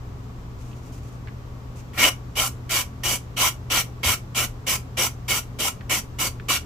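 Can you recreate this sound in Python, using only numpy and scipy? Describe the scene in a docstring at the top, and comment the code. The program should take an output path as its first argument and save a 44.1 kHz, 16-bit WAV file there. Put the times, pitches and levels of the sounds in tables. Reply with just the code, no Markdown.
"""Ventilation rumble and mains hum fill a small damped room; hands rustle and tick close to two mics.
From about 2 s a gritty file crosses a hard false nail: a light touch, then short one-way strokes.
The grit tears at the nail in dense tiny clicks that ring file, nail and finger, and snags at times;
the room answers each stroke. Near 4 s a hand bumps the table, and two more ticks fall among
the last strokes."""
import sys
import numpy as np
from scipy import signal
from scipy.fft import rfft, irfft, next_fast_len
from scipy.io import wavfile
from scipy.ndimage import map_coordinates

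SR = 44100
rng = np.random.default_rng(int(sys.argv[2]) if len(sys.argv) > 2 else 0)


def transcribe(u):
    """Save the signal u as a 16-bit wav file named by the first command-line argument.

    u: samples, shape (n,) or (channels, n), limited to [-1, 1]; the rate is SR.
    q: integer samples, one column per channel.
    """
    v = np.clip(np.atleast_2d(u).T, -1, 1)
    q = np.round(v * 32767).astype(np.int16)
    wavfile.write(sys.argv[1], SR, q)


N = 293265

# file strokes: landing t/s, landing re grip/dB, contact/s, hiss peak/dB, share of contact before the
# peak, swell from grip to peak/dB; bite, ring, hollow and body re hiss/dB; their sinking by the lift/dB
STROKES = [(1.935, -3, 0.039, -44.5, 1, 5.5, 2, 4.5, 1, -3, 3),
           (1.977, -10.5, 0.11, -19.5, 0.51, 7, 3.5, 4, 0.5, -5.5, 4.5),
           (2.356, -13, 0.12, -23, 0.4, 4.5, 2.5, -0.5, -3.5, -7.5, 11),
           (2.695, -10, 0.12, -22.5, 0.54, 4, 0, -1, -5, -12.5, 3.5),
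           (3.036, -7, .125, -24, .7, 1.5, -1.5, -3, -6.5, -9.5, 4.5),
           (3.368, -9, 0.12, -20, 0.41, 8.5, 3, -0.5, -3.5, -10, 6),
           (3.702, -9, 0.11, -22, 0.67, 4, 2, 1.5, -3, -6.5, 6),
           (4.033, -10, 0.11, -22, 0.69, 3, 3.5, 1.5, -3.5, -6.5, 8),
           (4.349, -10.5, 0.1, -23, 0.31, 3, 0, -2, -5.5, -8.5, 4),
           (4.668, -9.5, 0.094, -23.5, 0.58, 0, -0.5, -1, -6.5, -10, 5),
           (4.972, -11, 0.099, -22.5, 0.67, 2, 2.5, -0.5, -4.5, -4, 9.5),
           (5.282, -10.5, 0.11, -24.5, 0.85, -0.5, 0, -4, -8, -9, 4.5),
           (5.59, -9, 0.1, -23, 0.95, 4.5, 2, -2, -5, -5.5, 7.5),
           (5.897, -10, 0.096, -24.5, 0.49, -1.5, -1, -2, -6.5, -8, 4),
           (6.188, -10.5, 0.09, -24, 0.3, 0.5, -2.5, -4.5, -6, -9, 3),
           (6.486, -9.5, .085, -24.5, 0.64, -1, 2, -1, -5.5, -9.5, 4)]
# broad colour of the rasp: f/Hz, density/dB
RASP_COLOUR = [(150, -4.5), (300, -10.5), (500, -12.5), (1200, -20.5), (1750, -18.5), (2500, -19.5),
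               (4100, -22), (6000, -7.5), (10000, -10.5), (14000, -12.5), (15800, -21)]
# resonances of file and nail: f/Hz, width/Hz, relative level/dB
FILE_NAIL_MODES = [(560, 146, -8), (808, 85, -7), (1030, 80, -1.5), (1372, 106, -0.5), (1429, 115, -7.5),
                   (1873, 48, -9.5), (2180, 120, -6.5), (2298, 118, -5.5), (2391, 77, -10.5),
                   (2694, 26, -16.5), (2913, 60, -7), (3223, 107, -14.5), (4680, 284, -11),
                   (5340, 560, -13), (5796, 112, 2), (5870, 155, -4), (6165, 67, -4), (6620, 160, -14.5),
                   (7260, 320, -7), (7850, 37, -5), (8350, 250, -20), (9500, 190, -22), (10840, 480, -14),
                   (11540, 190, -9), (12770, 150, -17), (15450, 420, -18), (14100, 250, -5)]
# stereo image of rasp, snags and rustle: f/Hz, left-right likeness
CLOSE_LIKENESS = [(60, 0.72), (180, 1), (550, 1), (1650, 0.67), (4970, 0.14), (15000, 0.27)]
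# snags of the grit: crest t/s, half length/s, rms level at the crest/dB, f/Hz
SNAGS = [(2.048, 0.016, -17, 2930), (2.396, 0.01, -19.5, 3070), (3.441, 0.047, -28.5, 1066),
         (5.687, 0.015, -32.5, 1320), (6.512, 0.037, -31.5, 1104)]
# brushes of hands and file: t/s, length/s, level/dB
BRUSHES = [(0.592, 0.13, -58.5), (.768, .015, -59.5), (0.833, .04, -55.5), (.925, 0.057, -55),
           (1.035, 0.092, -59), (1.762, 0.024, -52.5)]
# colour of the brushing: f/Hz, density/dB
RUSTLE_COLOUR = [(1500, -14), (2600, -2), (4000, -10.5), (6500, -1), (9000, -10), (15500, -15)]
# ticks of the nail or a bracelet: t/s, peak level/dB, f/Hz
TICKS = [(.714, -44, 2780), (0.73, -42, 2700), (1.2723, -33, 1940), (1.2832, -36, 1820),
         (5.8085, -32.5, 1750), (6.3979, -28.5, 1780)]
# bumps of the hand on the table: t/s, peak level/dB, f/Hz
BUMPS = [(4.046, -20.5, 76), (4.08, -25.5, 92.5)]
# colour of the ventilation: f/Hz, density/dB
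VENT_COLOUR = [(12, -30), (30, -5), (40, -6), (75, -2), (105, -7), (150, -13.5), (300, -19.5), (600, -25.5),
               (1200, -27.5), (1600, -34), (4300, -43.5), (6000, -44), (7800, -47.5), (9400, -57),
               (13000, -49.5), (15600, -56)]
# stereo image of the ventilation: f/Hz, left-right likeness
VENT_LIKENESS = [(60, 0.97), (180, 0.93), (550, 0.47), (1650, -0.19), (4970, 0.089), (15000, 0.02)]
# standing waves of the room: f/Hz, width/Hz, level/dB
ROOM_MODES = [(170.9, 10, -54), (206.8, 16.4, -56), (258.6, 22.4, -52), (418.4, 62, -56.5),
              (983, 11, -67.5), (1130, 22, -60)]

GRAINS_PER_S, GRAIN_SPREAD_DB, SHARED_GRAINS = 7000, 2.5, 0.14
BOUNCE_LAGS_S = (0.00021, 0.00036, 0.0016)
MODE_MIX_DB, MODE_DRIFT_DB, JUDDER_DB, FINGER_LAG_S = -2, 2, 0.48, 0.0006
LAND_S, GRIP_S, LIFT_S, CLEAR_S = 0.0084, 0.017, 0.023, 0.033
EASED_DB, LIFTED_DB = -4, -25.5   # re the stroke's peak
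KNOCK_DB, SINK_FACTORS = (2.9, 3.2, 1.5, 0.6), (0.94, 0.79, 0.38, 1.46)   # bite, ring, hollow, body
TABLE_ECHO_S, ECHO_WANDER_S, TABLE_ECHO_DB = 0.0011, 0.000118, -2.5
VENT_DB, HUM_HZ, HUM_DB, HUM_WAVER_DB = -37.5, 121.1, -39, 1.34


def rasp():
    """Grit rings file and nail; each resonance swells and fades as the contact slides along the file."""
    grains, ringing = grit(), 0
    for k, (hz, width_hz, level_db) in enumerate(FILE_NAIL_MODES):
        gain = from_db(level_db + MODE_DRIFT_DB * drift(6.6)) * (-1) ** k
        mid, side = gain * resonance(grains, hz, width_hz)
        ringing = ringing + to_stereo(mid, side, at_hz(CLOSE_LIKENESS, hz))
    scrape = coloured(grit(), RASP_COLOUR, CLOSE_LIKENESS) + from_db(MODE_MIX_DB) * rms_one(ringing)
    judder = from_db(JUDDER_DB * drift(51))   # the file judders over the edge
    hiss_gain, bite_gain, ring_gain, hollow_gain, body_gain = stroke_envelopes() * judder
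    pole = np.exp(-1 / (FINGER_LAG_S * SR))   # the finger takes a moment to move along
    body_gain = signal.lfilter([1 - pole], [1, -pole], body_gain)
    hiss = hiss_gain * rms_one(table_echo(band(scrape, 4000, 19500)))
    nail_bite = bite_gain * rms_one(band(scrape, 2550, 4000))
    file_ring = ring_gain * rms_one(band(scrape, 1600, 2550))
    nail_hollow = hollow_gain * rms_one(band(scrape, 700, 1750))
    finger_body = body_gain * rms_one(band(scrape, 200, 700))
    return (hiss + nail_bite + file_ring + nail_hollow + finger_body) * from_db([[0.07], [-0.07]])


def grit():
    """Grains catch the nail at random, as mid and side; the side is partly the same clicks, bounced."""
    sizes = from_db(GRAIN_SPREAD_DB * np.minimum(rng.exponential(1, (2, N)), 5))
    signs = rng.choice([-1, 1], (2, N))
    hits = rng.random((2, N)) < GRAINS_PER_S / SR
    mid, unrelated = rms_one(sizes * signs * hits)
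    bounced = mid
    for lag_s in BOUNCE_LAGS_S:   # reflections off hands and table scatter the phase
        taps = np.zeros(round(lag_s * SR) + 1)
        taps[[0, -1]] = 1, -0.6
        bounced = signal.lfilter(taps[::-1], taps, bounced)
    return np.array([mid, np.sqrt(SHARED_GRAINS) * bounced + np.sqrt(1 - SHARED_GRAINS) * unrelated])


def stroke_envelopes():
    """Gains of hiss, bite, ring, hollow and body as the file lands, grips, swells, eases and lifts."""
    out, t = np.zeros((5, N)), np.arange(int(0.3 * SR)) / SR
    knock = np.clip(1 - (t - LAND_S) / GRIP_S, 0, 1)
    for s, landing_db, contact_s, peak_db, peak_share, swell_db, *colour_db, sink_db in STROKES:
        grip, lift = LAND_S + GRIP_S, LAND_S + contact_s
        peak = np.clip(LAND_S + peak_share * contact_s, grip + 0.001, lift - 0.001)
        times = [0, LAND_S, grip, peak, lift, lift + LIFT_S, lift + LIFT_S + CLEAR_S]
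        shape_db = [-60, landing_db - swell_db, -swell_db, 0, EASED_DB, LIFTED_DB, -75]
        hiss_db = peak_db + np.interp(t, times, shape_db)
        # the lower bands knock on landing, then sink, so the stroke thins out
        lower_db = [hiss_db + db + knock_db * knock - factor * sink_db * t / lift
                    for db, knock_db, factor in zip(colour_db, KNOCK_DB, SINK_FACTORS)]
        start = round((s - LAND_S) * SR)
        out[:, start:start + len(t)] += from_db([hiss_db, *lower_db])[:, :N - start]
    return out


def snags(width_share=0.11):
    """The grit snags briefly and one resonance flares."""
    out, grains, t = 0, grit(), np.arange(N) / SR
    for s, half_s, db, hz in SNAGS:
        width_hz = width_share * hz
        mid, side = rms_one(resonance(resonance(grains, hz, width_hz), hz, width_hz))
        swell = np.cos(np.pi / 2 * np.clip((t - s) / half_s, -1, 1)) ** 2
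        out = out + from_db(db) * swell * to_stereo(mid, side, at_hz(CLOSE_LIKENESS, hz))
    return out


def rustle(attack_s=0.022, fade_s=0.048, flutter_db=2.5):
    """Skin and grit brush softly before the filing starts."""
    gain, t = 0, np.arange(N) / SR
    for s, length_s, db in BRUSHES:
        times = [-attack_s, 0, length_s, length_s + fade_s, length_s + 3 * fade_s]
        gain = gain + from_db(db + np.interp(t - s, times, [-48, 1, 0.5, -16, -60]))
    noise = coloured(rng.standard_normal((2, N)), RUSTLE_COLOUR, CLOSE_LIKENESS)
    return gain * from_db(flutter_db * drift(25)) * noise


def ticks(decay_s=0.005, width_hz=480):
    """Short bursts of contact noise, each through a broad, dull plastic resonance."""
    out, t = np.zeros((2, N)), np.arange(int(0.083 * SR)) / SR
    for s, peak_db, hz in TICKS:
        burst = rng.standard_normal((2, len(t))) * np.exp(-t / decay_s)
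        mid, side = band(resonance(burst, hz, width_hz), 550, 4100)
        tick = to_stereo(mid, side, likeness=0.55)
        start = round(s * SR)
        out[:, start:start + len(t)] += from_db(peak_db) * tick / np.abs(tick).max()
    return out


def hand_bumps(length_s=0.051):
    """The hand meets the table in soft low thuds that swell and die."""
    out = 0
    for s, peak_db, hz in BUMPS:
        t = np.clip(np.arange(N) / SR - s, 0, length_s)
        swell = np.sin(np.pi * t / length_s) ** 2
        out = out + from_db(peak_db) * swell * np.cos(2 * np.pi * hz * (t - length_s / 2))
    return out


def table_echo(x):
    """A close reflection whose path changes as the file travels, so its comb notches slide."""
    lags = SR * np.maximum(TABLE_ECHO_S + ECHO_WANDER_S * np.array([drift(3.8), drift(3.98)]), 0)
    echo = [map_coordinates(channel, [np.arange(N) - lag], order=3) for channel, lag in zip(x, lags)]
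    return x + from_db(TABLE_ECHO_DB) * np.array(echo)


def room_reverb(x, t60_s=0.17, wet_db=-11.5, damping_hz=12600):
    """Diffuse, damped reflections die away fast, unrelated at the two mics."""
    t = np.arange(int(0.6 * SR)) / SR
    tail = rng.standard_normal((2, len(t))) * from_db(-60 * t / t60_s) * (t > 0.004)
    tail = signal.sosfilt(signal.butter(1, damping_hz, fs=SR, output="sos"), tail)
    tail = tail / np.sqrt(np.sum(tail ** 2, axis=1, keepdims=True))
    return from_db(wet_db) * signal.fftconvolve(x, tail, axes=1)[:, :N]


def room_tone():
    """The bed, leaning left: ventilation rumble and hiss, standing waves and a wavering mains hum."""
    air = from_db(VENT_DB) * coloured(rng.standard_normal((2, N)), VENT_COLOUR, VENT_LIKENESS)
    white = rng.standard_normal((2, N))
    for hz, width_hz, level_db in ROOM_MODES:
        mid, side = resonance(resonance(white, hz, width_hz), hz, width_hz)
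        air = air + from_db(level_db) * rms_one(to_stereo(mid, side, at_hz(VENT_LIKENESS, hz)))
    hum_gain = np.sqrt(2) * from_db(HUM_DB + HUM_WAVER_DB * drift(9.2))
    hum = hum_gain * np.sin(2 * np.pi * HUM_HZ * np.arange(N) / SR)
    return (air + hum) * from_db([[0.6], [-0.6]])


def from_db(db):
    """Decibels to gain."""
    return 10 ** (np.asarray(db) / 20)


def rms_one(x):
    """Scaled to rms 1."""
    return x / np.sqrt(np.mean(x ** 2) + 1e-20)


def at_hz(points, hz):
    """A curve read on a log-frequency axis."""
    freqs, values = np.array(points).T
    return np.interp(np.log(hz), np.log(freqs), values)


def drift(rate_hz):
    """A smooth random modulator of rms 1 that rolls off above this rate."""
    hop = 40
    pole = np.exp(-2 * np.pi * hop * rate_hz / SR)
    white = rng.standard_normal(N // hop + 2002)
    slow = signal.lfilter([1], [1, -2 * pole, pole * pole], white)[2000:]
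    return np.interp(np.arange(N) / hop, np.arange(len(slow)), rms_one(slow))


def to_stereo(mid, side, likeness):
    """Left and right from unrelated mid and side: likeness 1 is mono, 0 is wide."""
    return np.sqrt(1 + likeness) * mid + np.sqrt(1 - likeness) * side * [[1], [-1]]


def coloured(pair, colour, likeness):
    """A white mid-side pair given an EQ curve and a stereo width by frequency; rms 1."""
    size = next_fast_len(N)
    hz = np.maximum(np.arange(size // 2 + 1) * SR / size, 1)
    mid, side = rfft(pair, size) * from_db(at_hz(colour, hz))
    return rms_one(irfft(to_stereo(mid, side, at_hz(likeness, hz)), size)[:, :N])


def resonance(x, hz, width_hz):
    """A two-pole resonator with a peak gain of 1."""
    r = np.exp(-np.pi * width_hz / SR)
    gain = (1 - r * r) / 2
    return signal.lfilter([gain, 0, -gain], [1, -2 * r * np.cos(2 * np.pi * hz / SR), r * r], x)


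def band(x, low_hz, high_hz):
    """A steep band-pass."""
    return signal.sosfilt(signal.butter(3, [low_hz, high_hz], "band", fs=SR, output="sos"), x)


def scene():
    """Filing, rustle and ticks up close with their reverb, over dry bumps and the room tone."""
    close = rasp() + snags() + rustle() + ticks()
    return close + room_reverb(close) + hand_bumps() + room_tone()


def record(dry):
    """A steep low-pass takes off the very top."""
    cutoff_hz = 15560
    return signal.sosfilt(signal.ellip(12, 0.5, 70, cutoff_hz, fs=SR, output="sos"), dry)


dry = scene()
out = record(dry)
transcribe(out)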